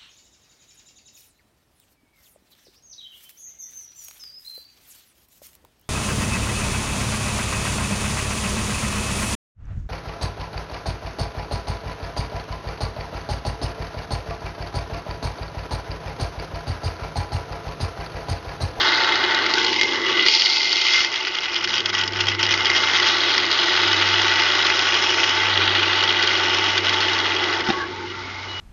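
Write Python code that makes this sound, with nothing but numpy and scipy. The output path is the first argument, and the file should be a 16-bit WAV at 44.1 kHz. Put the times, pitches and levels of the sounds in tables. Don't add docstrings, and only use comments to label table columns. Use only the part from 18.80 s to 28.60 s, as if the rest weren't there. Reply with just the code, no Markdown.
import sys
import numpy as np
from scipy import signal
from scipy.fft import rfft, irfft, next_fast_len
from scipy.io import wavfile
from scipy.ndimage import uniform_filter1d, map_coordinates

SR = 44100
rng = np.random.default_rng(int(sys.argv[2]) if len(sys.argv) > 2 else 0)


def wav_out(sig):
    wavfile.write(sys.argv[1], SR, np.round(np.clip(np.atleast_2d(sig).T, -1, 1) * 32767).astype(np.int16))


N = 432165
TIME = np.arange(N) / SR


def amp(db):
    return 10 ** (np.asarray(db) / 20)


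def unit(x):
    return x / np.sqrt(np.mean(x ** 2) + 1e-20)


def along(points, hz):
    f, v = np.transpose(points)
    return np.interp(np.log(hz + 1), np.log(f + 1), v)


def curves(rows):
    times, *columns = np.transpose(rows)
    return [np.interp(TIME, times, column) for column in columns]


def wobble(rate, size=N):
    knots = rng.standard_normal(int(size * rate / SR) + 4)
    return map_coordinates(knots, [np.arange(size) * rate / SR])


def filtered(x, response):
    m = next_fast_len(N + SR // 2)
    return irfft(rfft(x, m) * response(np.fft.rfftfreq(m, 1 / SR)), m)[..., :N]


def above(f, edge_hz, steep):
    return 1 / (1 + (edge_hz / (f + 1)) ** steep)


def resonance(f, centre_hz, width_hz):
    return 1j * f * width_hz / (centre_hz ** 2 - f * f + 1j * f * width_hz)


def ringing(x, *pitches_hz, width_hz):
    return unit(filtered(x, lambda f: sum(resonance(f, hz, width_hz) ** 2 for hz in pitches_hz)))


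def tone(hz, db, waver_hz, rate):
    return np.sqrt(2) * amp(db) * np.sin(2 * np.pi * np.cumsum(hz + waver_hz * wobble(rate)) / SR)


# f/Hz, level/dB
ROOM_SPECTRUM = [(530, -32.5), (900, -7), (1370, -5), (1710, -18.5), (2240, -3.5), (2580, -9.5),
                 (4160, -10), (7200, -35.5), (15800, -120)]
def workshop():
    return amp(-39.5) * unit(filtered(rng.standard_normal(N), lambda f: amp(along(ROOM_SPECTRUM, f))))


# f/Hz, level/dB
RUMBLE_SPECTRUM = [(20, -21), (48, -4.5), (69, -3.5), (91, -5), (117, -4), (145, -9.5), (274, -2.5),
                   (300, -17.5), (660, -120)]
# t/s, level/dB
RUMBLE_LEVEL = [(0.0, -50.5), (1.34, -53), (1.77, -64), (3.74, -45.5), (4.15, -53), (8.76, -51.5),
                (8.82, -45.5), (9.8, -50)]
HUM_LEVEL = [(0.0, -49), (1.28, -51.5), (1.5, -59), (2.21, -56.5), (2.65, -61.5), (3.1, -44), (3.47, -33.5),
             (4.0, -45), (4.9, -50), (5.08, -38), (5.35, -35.5), (5.7, -45.5), (6.41, -45.5), (6.79, -33),
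             (7.42, -42), (8.08, -37), (9.01, -46), (9.8, -41)]
OVERTONE_LEVEL = [(0, -67), (2.6, -69.5), (2.9, -51.5), (3.5, -54.5), (6.2, -63.5), (6.7, -58), (7.3, -58),
                  (7.6, -60), (7.95, -53), (8.3, -58.5), (9.8, -68)]
def pump(start_hz=101.3, sag_hz_per_s=0.66):
    spectrum = lambda f: amp(along(RUMBLE_SPECTRUM, f)) + amp(-13.5) * resonance(f, 65, width_hz=5)
    rumble = unit(filtered(rng.standard_normal(N), spectrum))
    hz = start_hz - sag_hz_per_s * TIME
    hum = tone(hz, *curves(HUM_LEVEL), waver_hz=0.9, rate=40)
    overtone = tone(2 * hz, *curves(OVERTONE_LEVEL), waver_hz=3, rate=15)
    return hum + overtone + amp(*curves(RUMBLE_LEVEL)) * rumble


# start/s, end/s, f/Hz, width/Hz, level/dB
THIN_TONES = [(8.928, 9.073, 1113, 71, -31.5), (8.967, 9.059, 1637, 210, -31.5),
              (9.11, 9.28, 886, 100.4, -37), (9.25, 9.33, 2900, 300, -41), (9.25, 9.4, 2045, 230, -45),
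              (9.319, 9.51, 1387, 81, -41), (9.359, 9.415, 898, 60, -38), (9.425, 9.65, 2175, 202, -40),
              (9.674, 9.83, 2927, 12, -34), (9.682, 9.737, 3900, 140, -40)]
def squeaks(ramp_s=0.0065):
    out, t = np.zeros(N + SR), np.arange(SR // 4) / SR
    for start, end, hz, width_hz, db in THIN_TONES:
        waver = 1 + width_hz / 60 * (wobble(width_hz, len(t)) + 1j * wobble(width_hz, len(t)))
        band = unit(np.real(waver * np.exp(2j * np.pi * hz * t)))
        gate = np.clip(np.minimum(t, end - start - t) / ramp_s, 0, 1)
        out[round(start * SR):][:len(t)] += amp(db) * gate * band
    return out[:N]


# f/Hz, level/dB, t60/s
KNOCK_MODES = [(220, -5, 0.028), (349, -17, 0.034), (795, -19, 0.06), (3640, -15.5, .02)]
# t/s, ring/dB, upper mode boost/dB, crack/dB
CONTACTS = [(8.888, 2.5, -2, -47), (8.9024, -12, 18.5, -4)]
def knock(crack_t60_s=0.017):
    out, t = np.zeros(N + SR), np.arange(SR // 4) / SR
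    for s, ring_db, upper_db, crack_db in CONTACTS:
        blow = amp(crack_db - 60 * t / crack_t60_s) * rng.standard_normal(len(t))
        for hz, db, t60 in KNOCK_MODES:
            fade = amp(ring_db + db + upper_db * (hz > 300) - 60 * t / t60)
            swell = 1 - np.exp(-t * hz)
            blow += fade * swell * np.sin(2 * np.pi * hz * t)
        out[round(s * SR):][:len(t)] += blow
    return filtered(out[:N], lambda f: 1 - above(f, 4100, steep=6))


# f/Hz, width/Hz, level/dB
AIR_MODES = [(354.8, 37.7, 10.5), (887.6, 17.7, 5.5), (1133, 60, -6), (1503, 100, -3.5), (1954, 35, 9.5),
             (2010, 53, 5.5), (2047, 230, -4.5), (2277, 120, -2.5), (2447, 24, -0.5), (2577, 11, 4),
             (2855, 86, 0), (2965, 60, 3.5), (3210, 230, 0.5), (3823, 70, -1.5), (4144, 44, 0),
             (4360, 200, -7), (4664, 170, -0.5), (5120, 420, -7), (5860, 110, -14)]
# f/Hz, width/Hz, depth/0-1
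HOUSING_DIPS = [(3060, 83, 0.6), (3935, 81, 0.4), (2047, 25, 0.4), (2520, 38, 0.9)]
# f/Hz, level/dB
JET_SPECTRUM = [(120, -23.5), (250, -11), (500, -6), (1000, -3.5), (2500, -4.5), (5000, -3), (6000, -10),
                (6900, -15.5), (7250, -41.5)]
def housing(f):
    modes = sum(amp(db) * resonance(f, hz, width) for hz, width, db in AIR_MODES)
    dips = np.prod([1 - depth * resonance(f, hz, width) for hz, width, depth in HOUSING_DIPS], axis=0)
    return (modes + amp(-6.5)) * dips * amp(along(JET_SPECTRUM, f))


def housing_band(x, low_hz, high_hz):
    band = lambda f: above(f, low_hz, steep=18) * (1 - above(f, high_hz, steep=15.1))
    return unit(filtered(x, lambda f: housing(f) * band(f)))


# t/s, first cancelled f/Hz, strength/0-1
OIL_ECHO = [(.72, 535, 0.1), (.78, 627, 0.8), (1.1, 677, 0.3), (1.47, 888, 0.3), (1.52, 587, 0.2),
            (2.2, 538, 0.11)]
def oil_echo(x):
    first_hz, strength = curves(OIL_ECHO)
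    late = np.interp(TIME - 1 / first_hz, TIME, x)
    return (x - strength * late) / np.sqrt(1 + strength ** 2)


# t/s, f/Hz, depth/0-1
NOTCH_PATH = [(0, 5540, .9), (.62, 5620, .9), (.72, 5620, 0.06), (4.5, 5560, 0), (4.6, 5560, .85),
              (5.22, 5580, .85), (5.27, 4500, 0), (5.9, 4480, 0.9), (6.2, 4690, 0.4), (6.55, 4790, .8),
              (6.9, 5200, 0.9), (7.55, 4850, 0.9), (8.5, 4930, .85), (8.6, 4900, 0)]
def notched(x, width_hz=90):
    f, t, spectra = signal.stft(x, SR, nperseg=1024)
    times, hz, depth = np.transpose(NOTCH_PATH)
    offset_hz = f[:, None] - np.interp(t, times, hz)
    dip = np.interp(t, times, depth) * np.exp(-(offset_hz / width_hz) ** 2)
    return signal.istft(spectra * (1 - dip), SR, nperseg=1024)[1][:N]


def bubbles(count, low_hz=2500, high_hz=6000):
    when, pitch, size = rng.random((count, 3)).T
    t = np.arange(SR // 200) / SR
    hz = low_hz * (high_hz / low_hz) ** pitch[:, None] ** 1.6
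    gain = amp(np.minimum(-4 * np.log(size + 1e-9), 12))[:, None]
    grains = gain * np.exp(-t * hz / 3.05) * np.sin(2 * np.pi * hz * t)
    where = (when * N).astype(int)[:, None] + np.arange(len(t))
    return unit(np.bincount(where.ravel(), grains.ravel())[:N])


def film_flutter(per_s=95, tail_s=0.004):
    gap, size = rng.random((round(N / SR * 200), 2)).T
    starts = (np.cumsum(0.5 + gap) * SR / per_s).astype(int)
    snaps = np.bincount(starts, size, N)[:N]
    return signal.lfilter([1], [1, -np.exp(-1 / (SR * tail_s))], snaps)


# t/s, depth/dB
CHOP_DEPTH = [(0, 2.5), (1.5, 2.5), (2.2, 2), (2.6, 5), (3.1, 3), (3.7, 4.5), (4.1, 2), (8.8, 2.5),
              (9.8, 1.1)]
def flow(ticks_per_s=90):
    depth_db, = curves(CHOP_DEPTH)
    slugs = amp(depth_db * (0.67 * wobble(30) + 0.45 * wobble(220)))
    film = 1 + 0.52 * depth_db * film_flutter()
    wetness = np.clip(0.39 * (depth_db - 0.8), 0, 1.5)
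    ticks = unit(rng.standard_normal(N) * (rng.random(N) < ticks_per_s / SR))
    air = slugs * film * (rng.standard_normal(N) + wetness * (bubbles(count=12000) + 0.13 * ticks))
    return air / np.sqrt(np.abs(uniform_filter1d(air ** 2, SR // 16)))


# deepest t/s, hiss drop/dB, closing time/s
OIL_PLUGS = [(1.23, 5.5, 0.088), (2.868, 9, .02), (3.035, 9.5, 0.035), (3.12, 15.5, 0.019),
             (3.31, 6.5, 0.086), (3.578, 16.5, 0.031), (3.695, 1, 0.025), (4.69, 3.5, 0.11),
             (8.016, 8, 0.045), (8.835, 7.5, 0.055)]
def choking(clear_ratio=0.66):
    drop_db = np.zeros(N)
    for s, db, close_s in OIL_PLUGS:
        past = (TIME - s) / close_s
        drop_db += db * np.clip(np.minimum(1 + past, 1 - past / clear_ratio), 0, 1)
    return drop_db


# loudest t/s, hiss rise/dB, half length/s
AIR_GULPS = [(2.763, 7.5, 0.013), (2.852, 5, 0.017), (2.898, 4, 0.021), (2.944, 8.5, 0.033),
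             (2.992, 6.5, 0.017), (3.062, 7, 0.01), (3.106, 5.5, .02), (3.149, 5, .03), (3.193, 8, 0.025),
             (3.409, 9, 0.022), (3.498, 9, 0.022), (3.6, 6, 0.022), (3.646, 4.5, 0.019),
             (3.721, 10.5, 0.02), (3.969, 5, 0.02), (4.16, 4.5, 0.023), (4.286, 5, 0.036)]
def gulping():
    return sum(db * np.clip(1 - ((TIME - s) / half_s) ** 2, 0, 1) for s, db, half_s in AIR_GULPS)


# t/s, boom/dB, second mode/dB
LOW_MODE_LEVELS = [(0.0, -33.5, -28.5), (1.39, -29.5, -34.5), (1.58, -39, -38), (2.67, -41.5, -40.5),
                   (3.96, -34, -33), (6.01, -33.5, -31.5), (8.87, -31.5, -31.5), (8.9, -26.5, -37),
                   (8.98, -35.5, -36), (9.28, -37, -56), (9.42, -44.5, -43.5), (9.8, -44, -42)]
def cavity(calm, choke_db):
    boom_db, second_db = curves(LOW_MODE_LEVELS)
    boom = amp(boom_db) * housing_band(calm, 140, 518)
    return boom + amp(second_db - 0.87 * choke_db) * oil_echo(housing_band(calm, 518, 1040))


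# t/s, upper/dB, lower/dB
WHISTLE_LEVELS = [(0, -28, -44), (.95, -34.5, -34.5), (.965, -30.5, -34), (1.025, -19, -35.5),
                  (1.18, -35, -28), (1.4, -26, -24.5), (1.55, -29, -37), (2.0, -27.5, -38),
                  (2.18, -22, -33.5), (2.25, -36, -40), (3.3, -43, -44), (3.95, -26, -33),
                  (4.5, -34.5, -39.5), (8.6, -36.5, -36), (9.1, -46, -49)]
# t/s, level/dB
RING_LEVEL = [(1.2, -66), (1.27, -30.5), (1.46, -32), (1.55, -41), (1.7, -61.5)]
def tube_mouth(air, calm):
    upper_db, lower_db = curves(WHISTLE_LEVELS)
    upper = amp(upper_db) * ringing(air + calm, 2091, width_hz=79)
    lower = amp(lower_db) * ringing(air + calm, 2013, width_hz=79)
    return upper + lower + amp(*curves(RING_LEVEL)) * ringing(air, 2900, 3350, width_hz=120)


def free_jet(air, on_s=1.465, hold_s=0.25, attack_db_per_s=1101.5, fade_db_per_s=32):
    t = TIME - on_s
    db = -26 + attack_db_per_s * np.minimum(t, 0) - fade_db_per_s * np.maximum(t - hold_s, 0)
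    return amp(db) * ringing(air, 4490, width_hz=1200)


# t/s, level/dB, pop f/Hz
SLUG_BREAKS = [(0.5462, -7, 3940), (0.663, -7, 2160), (0.7376, -5, 4450), (0.7832, -8.5, 3180),
               (0.8458, -5.5, 4270), (0.929, -9.5, 4610), (0.9613, -7, 2100), (1.012, -3, 2120),
               (1.0318, -6, 2170), (1.264, -13, 2980), (1.4628, -4, 2004), (1.484, -4.5, 2060),
               (1.5477, -4.5, 3840), (1.62, -7, 4460), (1.667, -11, 2095), (1.807, -16, 2126),
               (1.928, -3.5, 4430), (2.159, -6, 2104), (2.2042, -4, 2900), (2.2465, -5.5, 3270),
               (2.358, -10, 3310), (2.633, -13.5, 1985), (2.841, -10.5, 5190), (2.874, -11, 2020),
               (2.98, -8.5, 3210), (3.0033, -7.5, 3210), (3.0581, -5.5, 3300), (3.1301, -13.5, 2094),
               (3.1496, -7, 2920), (3.2125, -7, 3040), (3.2366, -8.5, 2940), (3.277, -9.5, 5070),
               (3.3334, -14.5, 3210), (3.4066, -7, 2860), (3.4693, -11, 3250), (3.5145, -13.5, 2566),
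               (3.5928, -10.5, 2820), (3.629, -1.5, 3020), (3.665, -8.5, 2910), (3.739, -7.5, 2095),
               (3.8554, -6, 3250), (3.9, -5, 2024), (4.1996, -6, 3000), (4.268, -6, 2960),
               (4.579, -3.5, 2040), (4.714, -6, 4220), (4.7266, -6, 3810), (5.417, -5.5, 3300),
               (5.5948, -7, 2850), (5.866, -3, 2990), (6.1417, -6, 3000), (6.439, -5, 2920),
               (7.237, -5, 3030), (7.426, -6, 2910), (7.4748, -7.5, 3220), (7.7414, -15, 3330),
               (7.9782, -2.5, 3420), (8.0933, -8, 2960), (8.204, -7.5, 3490), (8.55, -15, 2890),
               (8.64, -15, 3090), (8.737, -13, 1970), (8.804, -13.5, 2140)]
def spurts(t60_s=0.024, attack_s=0.0006, snap_db=6.5):
    pops, air, t = np.zeros(N + SR), np.zeros(N + SR), np.arange(SR // 8) / SR
    for s, db, hz in SLUG_BREAKS:
        start = round(s * SR)
        fade = amp(db - 60 * t / t60_s) * (1 - np.exp(-t / attack_s))
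        slip = np.cumsum(rng.normal(0, 0.12, len(t)))
        pops[start:][:len(t)] += amp(-3) * fade * np.sin(2 * np.pi * hz * t + slip)
        air[start:][:len(t)] += fade * rng.standard_normal(len(t))
        air[start + SR // 1000] += amp(db + snap_db)
    return pops[:N] + filtered(air[:N], lambda f: amp(4.5) * housing(f) * above(f, 1100, steep=2.4))


# t/s, level/dB
HISS_LEVEL = [(0, -24), (.66, -26.5), (.8, -22.5), (1.04, -27.5), (1.27, -24.5), (1.44, -21), (1.47, -19.5),
              (1.9, -23), (2.16, -17), (2.23, -20.5), (2.26, -27), (3.0, -30.5), (3.49, -30), (3.75, -26.5),
              (4.1, -21), (4.5, -21), (5.0, -19.5), (7.76, -20.5), (8.35, -21.5), (8.88, -27.5),
              (9.07, -41), (9.8, -38.5)]
# t/s, middle/dB, bright/dB, top/dB
HISS_BANDS = [(0, 1, 0.5, -8), (.6, 2, -4.5, -12), (1.0, -11.5, -7.5, -7), (1.2, -0.5, -7.5, -8.5),
              (1.45, -9.5, -5.5, -13.5), (1.49, -15.5, -3, -6), (1.95, -15, -6.5, -9), (2.32, -8, -10, -8),
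              (3.2, -0.5, -15.5, -6.5), (3.93, -2.5, -12, -7), (4.4, -5.5, -5, -12), (5.8, -5, -9.5, -11),
              (6.47, -6.5, -13.5, -8), (6.55, -5.5, -14.5, -13), (6.9, -4.5, -6.5, -15.5),
              (7.8, -6.5, -13, -11.5), (8.6, -4, -11, -13), (8.9, 1.5, -8, -8.5), (9.8, -1.5, -6.5, -7.5)]
def hiss(air, calm, choke_db):
    hiss_db, = curves(HISS_LEVEL)
    middle_db, bright_db, top_db = curves(HISS_BANDS)
    gulp_db = gulping()
    middle = amp(middle_db - 0.5 * gulp_db) * oil_echo(housing_band(air + 0.53 * calm, 1065, 1787))
    core = amp(-2.5) * housing_band(air, 2060, 3710)
    bright = amp(bright_db) * housing_band(air, 3530, 4370)
    top = amp(top_db) * housing_band(air, 4955, 8300)
    gulp_ring = amp(hiss_db - 9.5) * (amp(gulp_db) - 1) * ringing(air + calm, 3185, width_hz=170)
    return notched(amp(hiss_db + gulp_db - choke_db) * (middle + core + bright + top)) + gulp_ring


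def suction():
    air, choke_db = flow(), choking()
    calm = 0.41 * air + rng.standard_normal(N)
    resonances = cavity(calm, choke_db) + tube_mouth(air, calm)
    return hiss(air, calm, choke_db) + resonances + free_jet(air) + spurts()


def scene():
    return (suction() + pump() + workshop() + knock() + squeaks())[None]


def record(dry, ceiling=0.72, top_hz=7290):
    rounded = dry / (1 + np.abs(dry / ceiling) ** 6) ** (1 / 6)
    return filtered(rounded, lambda f: f < top_hz)


dry = scene()
out = record(dry)
wav_out(out)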